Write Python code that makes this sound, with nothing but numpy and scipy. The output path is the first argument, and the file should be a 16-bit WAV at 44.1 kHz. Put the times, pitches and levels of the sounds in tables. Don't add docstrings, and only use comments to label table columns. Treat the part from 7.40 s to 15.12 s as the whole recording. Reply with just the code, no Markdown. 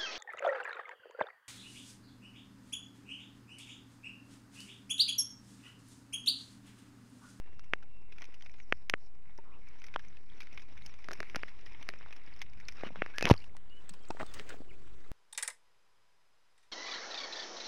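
import sys
import numpy as np
from scipy import signal
from scipy.fft import rfft, irfft
from scipy.io import wavfile
from scipy.ndimage import uniform_filter1d

SR = 44100
rng = np.random.default_rng(int(sys.argv[2]) if len(sys.argv) > 2 else 0)


def dump_mix(stems):
    frames = np.atleast_2d(stems).T
    limited = np.clip(frames, -1, 1)
    pcm = np.round(limited * 32767).astype(np.int16)
    wavfile.write(sys.argv[1], SR, pcm)


def voltage_ratio(level):
    return 10 ** (np.asarray(level, float) / 20)


N = 340319


def evened(x):
    return x / np.sqrt(np.mean(x ** 2) + 1e-20)


def read(points, hz):
    f, value = np.transpose(points)
    return np.interp(np.log(hz + 1), np.log(f + 1), value)


def add(mix, s, sound):
    sound = sound[max(-round(s * SR), 0):]
    part = mix[max(round(s * SR), 0):][:len(sound)]
    part += sound[:len(part)]


def band(x, hz, width):
    f = np.fft.rfftfreq(len(x), 1 / SR)
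    bell = np.exp(-.5 * ((f - hz) / width) ** 2)
    return evened(irfft(rfft(x) * bell, len(x)))


def flick(t, hz, cycles):
    return -np.cos(2 * np.pi * hz * t) * np.exp(-.5 * (t * hz / cycles) ** 2)


def tipped(s):
    return np.clip((s - 5.9) / 0.28, 0, 1)


def wavering_tone(rows, wander_hz):
    s, hz, db = np.transpose(rows)
    t = np.arange(s[0], s[-1], 1 / SR)
    chance = rng.standard_normal((2, SR + SR // 8))
    wander = evened(uniform_filter1d(chance, 130, axis=1))[:, :len(t)]
    pitch = uniform_filter1d(np.interp(t, s, hz), size=200) + wander_hz * wander[0]
    level = voltage_ratio(np.interp(t, s, db) + 2.1 * wander[1])
    return s[0], level * np.sin(2 * np.pi * np.cumsum(pitch) / SR) * signal.windows.tukey(len(t), .22)


def rumble():
    t = np.arange(N) / SR
    lumps = voltage_ratio(2.6 * band(rng.standard_normal(N), 0, 2.8))
    noise = rng.standard_normal(N)
    settling = voltage_ratio(-67.5) * band(noise, 366, 45) * np.exp(-.5 * ((t - 7.42) / 0.21) ** 2)
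    swish = voltage_ratio(-86.5) * band(noise, 10000, 1100) * np.exp(-.5 * ((t - 3.83) / .17) ** 2)
    breeze = lumps * (voltage_ratio(-64.5) * band(noise, 40, 30) + voltage_ratio(-68.5) * band(noise, 110, 88))
    sway = voltage_ratio(-78.0) * band(noise, 5, 6.0)
    return settling + swish + breeze + sway


# (time [s], pitch [Hz], level [dB])
BIRD_CALLS = [
    [(-.15, 2760, -74), (.26, 2720, -73), (.45, 2740, -84), (.56, 2710, -67), (.66, 2710, -75),
     (.95, 2690, -84)],
    [(1.165, 6450, -78), (1.2, 6730, -79), (1.245, 5400, -62)],
    [(3.42, 6230, -72), (3.46, 6700, -81), (3.52, 5200, -60)],
    [(5.585, 2780, -69), (5.61, 2700, -62), (5.655, 2700, -61)],
    [(6.29, 2780, -67), (6.33, 2900, -57.5), (6.355, 2960, -67), (6.38, 2975, -56.5), (6.42, 2950, -80)],
    [(6.6, 3200, -72), (6.65, 3200, -67), (6.69, 3210, -81), (6.74, 3200, -74), (6.79, 3170, -69)],
    [(6.855, 3600, -66), (6.89, 3550, -60), (6.93, 3300, -72)],
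    [(7.288, 2280, -61), (7.297, 3030, -61), (7.316, 2070, -59), (7.326, 2270, -68), (7.337, 2620, -65),
     (7.35, 2150, -61)],
]


def bird(rows):
    return wavering_tone(rows, 22)


# (start [s], end [s], level [dB], ring against level [dB])
GRASS_SWEEPS = [(-.2, 0.517, -77, -11), (0.664, 1.037, -68, -13), (0.97, 1.274, -71.5, -8.5),
                (1.22, 1.48, -80, 1), (1.57, 1.703, -81, 4.5), (1.814, 2.128, -74, -15),
                (2.153, 2.63, -67, -12), (2.546, 2.816, -68.5, -11.5), (2.862, 3.273, -65.5, -10.5),
                (3.215, 3.725, -65.5, -10), (3.573, 4.21, -61, -11), (4.09, 4.625, -63.5, -12),
                (4.403, 5.185, -64.5, -14), (5.14, 5.41, -66, -11), (5.336, 5.506, -56, -14),
                (5.527, 5.857, -60, -13.5), (5.783, 5.963, -52.5, -11), (5.897, 6.1, -68, -3.5),
                (5.44, 5.6, -68.5, -14), (2.78, 2.92, -83.5, 4), (6.307, 6.743, -70, -6),
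                (6.605, 7.27, -64.5, -4), (6.929, 7.033, -57, -6.5), (7.055, 7.183, -63.5, -7),
                (6.997, 8.19, -73.5, -2)]


def sweeps(t):
    edge = 0.58
    still_db, tipped_still_db = [-70, -76, -88], [-66, -70, -81]
    tip = tipped(t)
    power = voltage_ratio(np.outer(still_db, 1 - tip) + np.outer(tipped_still_db, tip)) ** 2
    low_db = -4.5 + 6.5 * tip
    for start, end, db, ring_db in GRASS_SWEEPS:
        u = (t - start) / (end - start)
        shape = np.sin(np.pi / 2 * np.clip(np.minimum(u, 1 - u) * 2 / edge, 0, 1)) ** 2
        power = power + shape * voltage_ratio(db + np.array([low_db, 0 * t, ring_db + 0 * t])) ** 2
    return np.sqrt(power)


# (frequency [Hz], density [dB per Hz])
LEVEL_COLOUR = [(88, -23.5), (150, 2.5), (434, -13), (934, -6), (1600, -6), (2150, -0.5), (2650, -6.5),
                (3100, -13.5), (3750, -12), (4330, -17), (5350, -10), (6400, -23.5), (7370, -34),
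                (10900, -35.5), (16500, -53.5)]
# (frequency [Hz], density [dB per Hz])
TIPPED_COLOUR = [(88, -36), (150, 6), (250, -2.5), (386, -3), (682, -7.5), (1050, -10.5), (1350, -13.5),
                 (2500, -17.5), (6300, -25.5), (7900, -24), (9300, -35.5), (13500, -40.5), (15200, -32),
                 (16500, -28)]


def rustle():
    frames, hz = N // 64 + 8, np.fft.rfftfreq(256, 1 / SR)
    size = frames * 64
    t = np.arange(frames) * 64 / SR
    tip = tipped(np.arange(size) / SR)

    ticks = voltage_ratio(2.16 * np.minimum(rng.exponential(1, size), 5))
    ticks = ticks * (rng.random(size) < 400 / SR)
    drive = evened(rng.standard_normal(size) + 3.7 * ticks * (1 - 0.46 * tip))

    stray = voltage_ratio(1.5 * (-1 + np.minimum(rng.exponential(1, size), 3)))
    stray = stray * (rng.random(size) < 42 / SR) * (1 - 0.83 * tip)
    lift = signal.lfilter([1], [1, -np.exp(-1 / (.003 * SR))], stray)
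    drive = drive * (1 + 1.1 * lift) + 2.7 * stray

    z = signal.stft(drive, nperseg=256, noverlap=192)[2][:, :frames]
    luck = rng.standard_normal((frames, 129))
    patches = evened(uniform_filter1d(uniform_filter1d(luck, 30, 0), 3, 1)).T
    specks = evened(uniform_filter1d(uniform_filter1d(luck[::-1], 6, 0), 7, 1)).T
    flicker = evened(uniform_filter1d(rng.standard_normal(frames), size=8))
    texture_db = 1.8 * patches + 1.0 * flicker + 2.13 * np.maximum(specks, -.5) - 1.46

    level_db = np.outer(read(LEVEL_COLOUR, hz), 1 - tipped(t))
    tipped_db = np.outer(read(TIPPED_COLOUR, hz), tipped(t))
    colour = voltage_ratio(level_db + tipped_db)
    part = np.searchsorted([900, 3800], hz)  # low, body and ring meet at these Hz
    for k, level in enumerate(sweeps(t)):
        share = np.sqrt((colour[part == k] ** 2).sum(0) / len(hz))
        colour[part == k] *= level / share
    z = z * uniform_filter1d(colour, size=2, axis=0) * voltage_ratio(texture_db)
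    return signal.istft(z, nperseg=256, noverlap=192)[1][:N]


# (time [s], peak [dB])
STALK_TICKS = [(1.051, -62), (3.589, -63), (4.093, -57), (4.8355, -60), (4.9125, -64), (4.9805, -63),
               (5.174, -61), (5.2715, -62), (5.314, -55), (5.768, -57), (5.7765, -53), (5.911, -31),
               (6.9165, -54)]


def stalk(s, db):
    t = np.arange(200) / SR - .002
    return s - .001, voltage_ratio(db + 1) * (flick(t, 5030, 1.46) + 0.48 * flick(t, 10100, 0.92))


# (time [s], level [dB], pitch [Hz])
DRY_CHIPS = [(0.801, -65, 5700), (0.906, -60, 2010), (.983, -74, 5640), (.999, -70, 5500),
             (1.047, -67, 5500), (1.097, -70, 5600), (1.096, -57, 2120), (1.117, -70, 5530),
             (1.186, -60, 2300), (2.399, -66, 6200), (2.442, -59, 5100), (2.623, -69, 5600),
             (2.684, -64, 5900), (2.9, -60.5, 3320), (2.9338, -66, 3550), (2.973, -73, 5700),
             (3.0116, -58, 3610), (3.0186, -58, 4930), (3.02, -49, 2340), (3.145, -61, 5650),
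             (3.2052, -64, 5430), (3.4203, -53, 2090), (3.4217, -57.5, 3800), (3.733, -55, 4650),
             (4.0285, -53, 4680), (4.2109, -62.5, 5360), (4.26, -54, 5070), (4.3327, -64, 5300),
             (4.4993, -61, 4050), (4.5008, -47, 2070), (4.5881, -64.5, 5500), (4.863, -64, 5200),
             (4.893, -67, 3600), (4.9383, -61, 4650), (4.9927, -60, 5380), (5.098, -65, 5100),
             (5.2107, -55, 2130), (5.2521, -61, 4500), (5.2843, -41, 5620), (5.37, -58, 5200),
             (5.8412, -47, 5400), (5.9278, -48, 4240), (5.9645, -58, 3000), (5.9645, -57, 4720),
             (5.9776, -51.5, 4570), (6.0024, -60, 2530), (6.0024, -59, 4400), (6.02, -65, 4500),
             (6.0955, -67, 2130), (6.151, -59, 860), (6.2982, -68, 4300), (6.493, -52, 7700),
             (6.5062, -59, 4290), (6.5366, -59, 5400), (6.5935, -68, 4340), (6.6349, -65, 5240),
             (6.6514, -59.5, 4420), (6.686, -55.5, 7600), (6.9896, -53, 4770), (7.1108, -57, 3360)]


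def chip(s, db, hz):
    top_s = 0.0011
    noise = rng.standard_normal(1024)
    u = np.arange(len(noise)) / SR / top_s
    tone = band(noise, hz, 0.059 * hz) + 0.44 * band(noise, hz, 1100)
    air = 0.083 * band(noise, 10500, 2400)
    return s - .5 * top_s, voltage_ratio(db) * (tone + air) * u * np.exp(1 - u)


def grit(s, chance, hz, ring_db, air_db, knock_db):
    grains = chance[0] * voltage_ratio(3.0 * evened(uniform_filter1d(chance[1], size=40)))
    stones = 0.55 * band(grains, hz, 120) + 0.079 * band(grains, hz * 1.52, 200)
    body = 0.8 * band(grains, 2150, 1230)
    tip = tipped(s)
    ring = band(grains, 5500 - 500 * tip, 650 + 1000 * tip)
    air = band(grains, 10500 - 2300 * tip, 2600 - 1500 * tip) + 0.39 * tip * band(grains, 15700, 2700)
    knock = band(grains, 310, 320)
    return stones + body + voltage_ratio(ring_db) * ring + voltage_ratio(air_db) * air + voltage_ratio(knock_db) * knock


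# (time [s], level [dB], pitch [Hz], ring [dB])
GRIT_PINCHES = [(.194, -57, 1370, -3), (.783, -50, 2310, -15), (.808, -58, 2270, -11),
                (.842, -53, 2520, -9), (.853, -57, 2360, -5), (1.009, -57, 2020, -13),
                (1.023, -54.5, 3030, -7.5), (1.14, -54, 2250, -14), (1.201, -52, 2160, -17),
                (2.286, -69, 1710, 3.5), (2.418, -52.5, 1960, -14), (2.484, -53, 2200, -19),
                (2.769, -54, 2520, -14), (3.07, -51, 2070, -16), (3.128, -58.5, 2490, -3),
                (3.462, -51.5, 2860, 4), (3.54, -56, 2260, -13), (3.643, -50, 2090, -12),
                (3.732, -46.5, 1660, -0.5), (3.898, -52.5, 2120, -9), (4.426, -44.5, 2180, -10.5),
                (4.708, -54, 2370, -18), (4.963, -62, 2220, -2), (5.133, -58, 2240, -10),
                (5.322, -56.5, 2000, 1), (5.759, -59, 1740, 1), (6.041, -56, 2880, -10),
                (6.166, -53, 2000, -7.5), (6.864, -54, 2560, -4.5), (7.104, -48, 1380, -17)]
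# (time [s], level [dB], pitch [Hz], ring [dB])
GRIT_CRUNCHES = [(.242, -66, 2190, -4.5), (.426, -56.5, 1540, -12), (.722, -53, 2460, -12),
                 (.819, -46, 1950, -14.5), (.941, -56, 2800, -6.5), (1.06, -52.5, 2420, -13),
                 (1.977, -66, 1480, 0.5), (2.44, -54, 2050, -5.5), (2.465, -57.5, 2370, -2.5),
                 (2.539, -45.5, 2420, -14.5), (2.593, -52, 1730, -12), (2.647, -58, 2070, -11),
                 (3.004, -46.5, 2340, -10), (3.029, -55, 1450, -8), (3.175, -47, 2360, -17.5),
                 (3.195, -56, 2150, -9), (3.219, -56, 2470, -6), (3.375, -55.5, 2230, -10),
                 (3.493, -58, 2380, -15), (4.081, -51.5, 1970, -13), (4.264, -53, 1950, -10),
                 (4.726, -49, 2570, -9.5), (4.763, -52.5, 1720, -8), (5.016, -41.5, 2100, -9),
                 (5.2, -58, 2060, -4.5), (5.285, -42, 2400, -12), (6.493, -57.5, 2770, -0.5),
                 (6.537, -55, 1000, -9.5), (6.939, -58, 1820, 8.5), (7.091, -51, 1930, -6)]


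def crunch(s, db, hz, ring_db, top_s):
    u = np.arange(1600) / SR / top_s
    air_db = ring_db - 13.0 + 12 * tipped(s)
    first = .7 + 3 * np.exp(-u / .4)
    grains = grit(s, rng.standard_normal((2, 1600)), hz, ring_db, air_db, -50)
    return s, voltage_ratio(db) * grains * u * np.exp(1 - u) * first


# (time [s], peak [dB], mode [Hz], t60 [s])
STONE_RINGS = [(1.987, -48.5, 394, 0.053), (1.987, -43.5, 918, 0.032), (3.688, -41, 384, .035),
               (3.688, -43, 596, .025), (3.722, -45, 393, 0.063), (3.722, -43, 645, 0.031),
               (3.79, -46, 240, .03), (3.8054, -37.5, 396, .035), (3.8055, -37, 613, 0.015),
               (3.9579, -25, 1400, 0.018), (3.9643, -30.5, 290, 0.02), (4.491, -48, 393, 0.074),
               (4.491, -42, 600, 0.024), (5.435, -29.5, 1830, 0.0066), (5.465, -37.5, 220, 0.047),
               (5.506, -42, 296, .025), (5.521, -45, 170, 0.055), (5.572, -47, 190, 0.056),
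               (5.588, -44, 190, 0.079), (5.871, -27, 966, 0.054), (5.871, -28, 2260, .015),
               (6.705, -35.5, 350, 0.027), (6.705, -30.5, 910, 0.037), (6.706, -42, 1440, .03),
               (6.707, -38, 2600, 0.017), (6.713, -42, 897, 0.032), (6.77, -47, 950, 0.038),
               (6.8, -34, 373, 0.026), (6.7998, -41, 1000, .02), (6.808, -36, 632, 0.078),
               (6.811, -37, 850, 0.059), (6.83, -42, 1240, 0.027), (7.002, -43, 430, 0.046),
               (7.003, -44, 250, 0.05), (7.103, -41, 1430, 0.033), (7.122, -41.5, 433, .045),
               (7.141, -43, 264, 0.037), (7.141, -46, 684, .025), (7.168, -49, 420, .05),
               (7.204, -41, 258, 0.043), (1.987, -50, 600, 0.032), (2.561, -22, 3120, 0.0042),
               (3.8032, -33.5, 2810, 0.014), (6.51, -47, 184, 0.089), (6.702, -45, 169, 0.055)]


def ringing(s, db, hz, t60):
    t = np.arange(4000) / SR
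    return s, -voltage_ratio(db - 60 * t / t60) * np.sin(2 * np.pi * hz * t) * (1 - np.exp(-t / 0.00022))


# (time [s], peak [dB], pitch [Hz], ring [dB], knock [dB])
STEM_SNAPS = [(.3358, -9.5, 1920, -23.5, -16), (1.3249, -8, 1880, -24, -12.5),
              (1.4984, -13, 2560, -4.5, -46), (1.5389, -10, 1880, -28.5, -11.5),
              (1.9871, -43, 1490, -22, -9), (2.5614, -17.5, 1084, -26, -34),
              (3.6869, -26.5, 1450, -11.5, -13), (3.7105, -28.5, 1410, -15, -10),
              (3.716, -31, 1520, -3.5, -9), (3.8042, -22, 1790, -9.5, -14), (3.83, -28.5, 1650, -14, -14),
              (3.9478, -25, 1790, -32, -9), (3.9599, -25.5, 2000, 1.5, -26),
              (3.9635, -25.5, 1950, -10, -3.5), (4.0342, -21, 1800, -27, -14.5),
              (4.4899, -22, 1900, -5.5, -11.5), (4.538, -33.5, 1900, -18, -9),
              (4.611, -39.5, 1410, -25, -13), (4.662, -38.5, 1280, -28, -18)]
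# (time [s], peak [dB], pitch [Hz], ring [dB], knock [dB])
ROCKFALL_CLICKS = [(5.436, -28.5, 790, -36, 3.5), (5.5054, -51, 660, -17, 13),
                   (5.5587, -32.5, 1200, -21, -28), (5.6211, -13.5, 1770, -32.5, -5.5),
                   (5.6627, -27.5, 1570, -18, -13), (5.7841, -16.5, 2230, -5.5, -19),
                   (5.7943, -40, 2240, 1, -22), (5.8104, -21, 2070, -10, -14), (5.8262, -20.5, 1590, -1, 1),
                   (5.8449, -39, 2200, -32, 3), (5.8549, -9, 2400, -10, -13.5),
                   (5.8677, -19, 2230, -23.5, -8), (5.872, -24.5, 1620, -19.5, -12),
                   (5.876, -22.5, 1370, -18, -16.5), (5.888, -40, 1410, -14, -22),
                   (5.891, -26, 2430, 3, -17), (5.9003, -10.5, 800, -14, -11),
                   (5.9072, -27, 917, -20, -7.5), (5.9114, -16.5, 1400, -11, -18),
                   (5.929, -42, 1160, -1, -13), (5.9396, -27.5, 2180, -8, -4.5)]
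# (time [s], peak [dB], pitch [Hz], ring [dB], knock [dB])
COBBLE_CLICKS = [(6.7048, -32, 765, -8, 4), (6.7078, -30, 930, -6, -30), (6.749, -47, 720, -29, 7),
                 (6.771, -36, 1290, -27, -19), (6.8024, -27.5, 980, -30, -24), (6.7995, -32, 1480, -29, -8),
                 (6.81, -26.5, 1420, -30, -14), (6.8143, -34, 795, -25, -29), (6.83, -33.5, 1090, -15, 5.5),
                 (6.831, -29.5, 880, -20, 1), (6.997, -25.5, 2400, -11, -18), (7.1427, -48, 690, -20, 7),
                 (7.205, -49, 690, -17, 7), (7.219, -49, 690, -19, 8)]


def snap(s, db, hz, ring_db, knock_db):
    t = np.arange(1600) / SR - .004
    chance = rng.standard_normal((2, 1600))
    tip = tipped(s)
    air_db = -14 + 1.08 * ring_db * (1 - 0.5 * tip)
    after = np.clip(t / 0.00018, 0, 1) ** 2

    tail = voltage_ratio(-32.0) * np.sin(2 * np.pi * 6000 * t) * after * voltage_ratio(-60 * t / 0.039)
    ring = flick(t + .0001, 4890, 0.67) + tail
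    air = flick(t + 0.000083, 10500 - 2300 * tip, 1.24) + voltage_ratio(-13.5) * flick(t, 15000, 1.6)
    overtone = voltage_ratio(.5 * ring_db - 20.0) * flick(t + .0001, 3370, 1.0)
    swing = flick(t, hz, 0.38) + voltage_ratio(ring_db) * ring + voltage_ratio(air_db) * air + overtone
    rocking = band(chance[1], hz, 350) * after * voltage_ratio(-6 - .012 * hz - 60 * t / .014)

    rattle = grit(s, chance, hz, ring_db, air_db - 8, knock_db) * after * voltage_ratio(-60 * t / .008)
    loose_db = -17 + .36 * ring_db
    knock = flick(t - .00046, 550, 0.29)
    return s - .004, voltage_ratio(db) * (swing + rocking + voltage_ratio(loose_db) * rattle + voltage_ratio(knock_db) * knock)


# (time [s], pitch [Hz], level [dB])
STONE_SCRAPES = [
    [(2.04, 1203, -64), (2.115, 1146, -65.5), (2.19, 945, -65)],
    [(2.12, 2440, -65), (2.15, 2660, -66), (2.18, 2600, -76)],
    [(5.44, 1055, -51), (5.46, 1260, -51.5), (5.49, 1354, -59)],
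    [(6.004, 2440, -62), (6.02, 2720, -59), (6.037, 2950, -67)],
    [(5.925, 1195, -56), (5.95, 1196, -51.5), (5.968, 1100, -60)],
]


def scrape(rows):
    return wavering_tone(rows, 150)


# (time [s], pitch [Hz], level [dB])
ROCK_SQUEAK = [
    (5.732, 1433, -52),
    (5.76, 1700, -47),
    (5.79, 1743, -46.5),
    (5.81, 1748, -49),
    (5.825, 2605, -38.5),
    (5.858, 2557, -33),
]


def squeak():
    return wavering_tone(ROCK_SQUEAK, 47)


# (start [s], end [s], level [dB], pitch [Hz], knock [dB])
STONE_SLIDES = [
    (2.041, 2.226, -75.5, 1030, 6.5),
    (5.439, 5.488, -55, 2900, -2),
    (5.556, 5.572, -54.5, 2200, -2),
    (5.84, 5.865, -44, 2530, 0),
    (5.867, 5.89, -37, 1000, -2),
    (5.9, 5.918, -27, 950, -8),
    (6.792, 6.828, -48.5, 1980, 1),
    (6.943, 7.024, -59, 1910, -9),
    (7.085, 7.146, -57, 1580, -3),
]


def slide(s, end, db, hz, knock_db):
    size, ring_db = round((end - s) * SR), -18.5
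    air_db = ring_db - 13.5 + 12 * tipped(s + 0.11)
    rubbed = grit(s, rng.standard_normal((2, 8192)), hz, ring_db, air_db, knock_db)
    return s, voltage_ratio(db) * rubbed[:size] * signal.windows.tukey(size, .4)


# (time [s], peak [dB], swing [Hz], t60 [s], dip [dB])
ROCK_THUDS = [
    (5.9128, -5, 91, .04, -3.5),
    (5.93, -29, 90, .091, -50),
    (5.845, -24, 150, 0.033, -48),
]


def thud(s, db, hz, t60, dip_db):
    t = np.arange(6000) / SR - .003
    rise = np.sin(np.pi / 2 * np.clip(t / 0.00054, 0, 1)) ** 2
    push = rise * np.cos(2 * np.pi * hz * (t - .0019))
    dip = np.exp(-.5 * ((t + 0.00014) / 0.00038) ** 2)
    return s - .003, voltage_ratio(db - 60 * t / t60) * push - voltage_ratio(dip_db) * dip


def scene():
    mix = rumble() + rustle()
    for rows in BIRD_CALLS:
        add(mix, *bird(rows))
    for row in STALK_TICKS:
        add(mix, *stalk(*row))
    for row in DRY_CHIPS:
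        add(mix, *chip(*row))
    for table, top_s in ((GRIT_PINCHES, 0.0017), (GRIT_CRUNCHES, 0.003179)):
        for row in table:
            add(mix, *crunch(*row, top_s))
    for row in STONE_RINGS:
        add(mix, *ringing(*row))
    for table in (STEM_SNAPS, ROCKFALL_CLICKS, COBBLE_CLICKS):
        for row in table:
            add(mix, *snap(*row))
    for rows in STONE_SCRAPES:
        add(mix, *scrape(rows))
    add(mix, *squeak())
    for row in STONE_SLIDES:
        add(mix, *slide(*row))
    for row in ROCK_THUDS:
        add(mix, *thud(*row))
    return mix[None]


def low_pass(x):
    return signal.sosfilt(signal.butter(12, 16750, fs=SR, output="sos"), x)


def record(dry):
    hissing = dry + voltage_ratio(-95.0) * rng.standard_normal(dry.shape)
    limited = signal.oaconvolve(hissing, signal.firwin(255, 16000, fs=SR)[None], "same")
    finished = limited - .0236
    return low_pass(finished)


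dry = scene()
out = record(dry)
dump_mix(out)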